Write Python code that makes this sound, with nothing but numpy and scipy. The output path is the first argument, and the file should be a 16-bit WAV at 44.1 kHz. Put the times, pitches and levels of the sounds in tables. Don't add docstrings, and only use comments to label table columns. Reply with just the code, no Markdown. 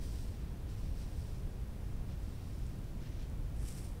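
import sys
import numpy as np
from scipy import signal
from scipy.fft import rfft, irfft, next_fast_len
from scipy.io import wavfile
from scipy.ndimage import map_coordinates

SR = 44100
rng = np.random.default_rng(int(sys.argv[2]) if len(sys.argv) > 2 else 0)


def wav_out(sig):
    wavfile.write(sys.argv[1], SR, np.round(np.clip(np.atleast_2d(sig).T, -1, 1) * 32767).astype(np.int16))


N = 176400
T = np.arange(N) / SR

# (start [s], rise [s], hold [s], fall [s], level [dB], brightness [dB per octave])
STROKES = [(-.06, 0.085, 0.17, 0.21, -61.5, 0), (0.298, .05, .05, 0.16, -67.5, -6),
           (0.677, 0.018, .025, 0.07, -64, -3.5), (0.743, 0.039, 0.054, 0.19, -66, -2),
           (0.918, .08, .025, 0.13, -62.5, -1.5), (1.054, 0.082, 0.15, 0.24, -66.5, -0.5),
           (1.78, .03, .04, .2, -76, -1), (2.07, .025, .03, .06, -66.5, -8),
           (2.137, 0.11, 0.38, .32, -69.5, -2)]
# (start [s], rise [s], hold [s], fall [s], level [dB])
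SWEEPS = [(3.525, .16, .07, .25, -58.5), (3.644, 0.04, 0.0085, 0.01, -56.5),
          (3.76, .018, 0.0089, 0.022, -60), (3.836, 0.0079, 0.0059, 0.011, -60)]
# (start [s], rise [s], hold [s], fall [s], level [dB])
FLICKS = [(2.99, 0.052, .015, 0.12, -62.5), (3.096, 0.096, .03, 0.078, -65)]
# (time [s], level before tone shaping [dB])
TICKS = [(2.6666, -50), (2.788, -53.5), (2.843, -54), (3.221, -60), (3.299, -53), (3.703, -43),
         (3.726, -42.5), (3.793, -46), (3.846, -50)]
# (frequency [Hz], relative level [dB])
COMB_TONE = [(500, -33), (1500, -8.5), (3000, -3), (4400, -1), (5400, 1), (6000, -1.5), (6700, -6.5),
             (7900, -3), (9800, -3.5), (10500, -16), (12000, -13), (13200, -7), (15500, -14)]
SWEEP_TONE = [(600, -18), (2000, -4), (4000, -6.5), (5500, -1), (6800, -6), (7900, -.5), (9800, 0.5),
              (10500, -8), (11400, -11), (12700, -6), (15500, -24)]
FLICK_TONE = [(900, -11), (2000, 2), (3300, 1), (4300, -2), (6100, -2), (7000, -10), (12000, -24)]
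TICK_TONE = [(1500, -22), (4500, -9), (7000, 1), (9600, 5), (10800, -16), (15500, -18)]
RUMBLE_TONE = [(10, -6), (30, 0), (60, 0), (100, -5), (150, -10.5), (200, -15), (300, -20.5), (500, -27),
               (700, -31.5), (1000, -36.5), (2000, -46.5), (5000, -59.5), (15000, -83)]
BUZZ_TONE = [(600, -24), (1000, -3), (1400, -3), (1850, -1.5), (2300, 7.5), (3100, 2), (4200, -2.5),
             (6500, -9), (9500, -9.5), (15000, -15)]
HISS_TONE = [(300, -8.5), (1500, 2), (2700, 0.5), (4000, -1.5), (5700, -2), (6600, -4.5), (9500, -4),
             (11000, -5.5), (15500, -6)]
# (multiple of the mains frequency, level [dB])
HUM_NOTES = [(2, -61), (17, -80.5), (27, -86), (31, -84)]

MAINS_HZ, TOP_HZ = 60, 15720


def combing():
    swishes = np.zeros(N)
    for *shape, brightness in STROKES:
        slips = strands(slips_per_s=3000, spread_db=6, smooth=0.66)
        swishes += gesture(*shape) * unit(coloured(slips, COMB_TONE, brightness))
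    return swishes * amp(0.64 * wobble(27.64))


def strands(slips_per_s, spread_db, smooth):
    clicks = (rng.random(N) < slips_per_s / SR) * rng.choice([-1, 1], N)
    slips = clicks * amp(spread_db * rng.standard_normal(N))
    return np.sqrt(1 - smooth) * unit(slips) + np.sqrt(smooth) * rng.standard_normal(N)


def sweeping():
    slips = strands(slips_per_s=1500, spread_db=4.5, smooth=.45) * amp(1.1 * wobble(160))
    loudness = np.sqrt(sum(gesture(*row) ** 2 for row in SWEEPS))
    return loudness * unit(coloured(slips, SWEEP_TONE))


def flick():
    slips = strands(slips_per_s=1300, spread_db=8, smooth=0.64)
    loudness = sum(gesture(*row) for row in FLICKS) * amp(0.99 * wobble(40))
    return loudness * unit(coloured(slips, FLICK_TONE))


def ticks(decay_s=0.0013):
    loudness = sum(amp(db) * (T >= start) * np.exp(-np.abs(T - start) / decay_s) for start, db in TICKS)
    return coloured(loudness * rng.standard_normal(N), TICK_TONE)


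def room(x, fade_s=.25, echo_db=-11):
    t = T[:SR // 2]
    tail = rng.standard_normal(len(t)) * amp(-60 * t / fade_s)
    return x + amp(echo_db) * signal.fftconvolve(x, tail / np.linalg.norm(tail))[:N]


def ventilation(rumble_db=-40, fan_hz=54, fan_db=-57):
    rumble = unit(coloured(rng.standard_normal(N), RUMBLE_TONE))
    drone = unit(np.sin(2 * np.pi * fan_hz * T + 0.69 * wobble(3.08)))
    return amp(rumble_db) * rumble + amp(fan_db) * drone


def mains_buzz(buzz_db=-75.3):
    odd_multiples = np.arange(1, TOP_HZ // MAINS_HZ, 2)
    cycle = np.arange(SR // MAINS_HZ) * MAINS_HZ / SR
    phases = 0.6 * rng.standard_normal(len(odd_multiples))
    spikes = np.cos(2 * np.pi * np.outer(cycle, odd_multiples) + phases).sum(1)
    buzz = unit(coloured(np.resize(spikes, N), BUZZ_TONE))
    hum = sum(amp(db) * unit(np.sin(2 * np.pi * k * MAINS_HZ * T)) for k, db in HUM_NOTES)
    return amp(buzz_db) * buzz + hum


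def hiss(level_db=-65.5):
    return amp(level_db) * unit(coloured(rng.standard_normal(N), HISS_TONE))


def gesture(start, rise, hold, fall, db):
    up = np.clip((T - start) / rise, 0, 1)
    down = np.clip(1 - (T - start - rise - hold) / fall, 0, 1)
    return amp(db) * up * down


def wobble(rate):
    return map_coordinates(rng.standard_normal(1024), [T * rate], mode="mirror")


def coloured(x, tone, tilt_db=0):
    freqs, levels = np.transpose(tone)
    tilted = levels + tilt_db * np.log2(freqs / freqs.mean())
    return filtered(x, lambda hz: amp(np.interp(np.log(hz + 1), np.log(freqs), tilted)))


def filtered(x, gain_at):
    size = next_fast_len(N + SR // 2)
    return irfft(rfft(x, size) * gain_at(np.fft.rfftfreq(size, 1 / SR)), size)[:N]


def amp(db):
    return 10 ** (np.asarray(db) / 20)


def unit(x):
    return x / np.sqrt(np.mean(x ** 2) + 1e-20)


def scene():
    hair = combing() + sweeping() + flick() + ticks()
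    return (room(hair) + ventilation() + hiss() + mains_buzz())[None]


def record(dry):
    return np.array([filtered(channel, lambda hz: hz < TOP_HZ) for channel in dry])


dry = scene()
out = record(dry)
wav_out(out)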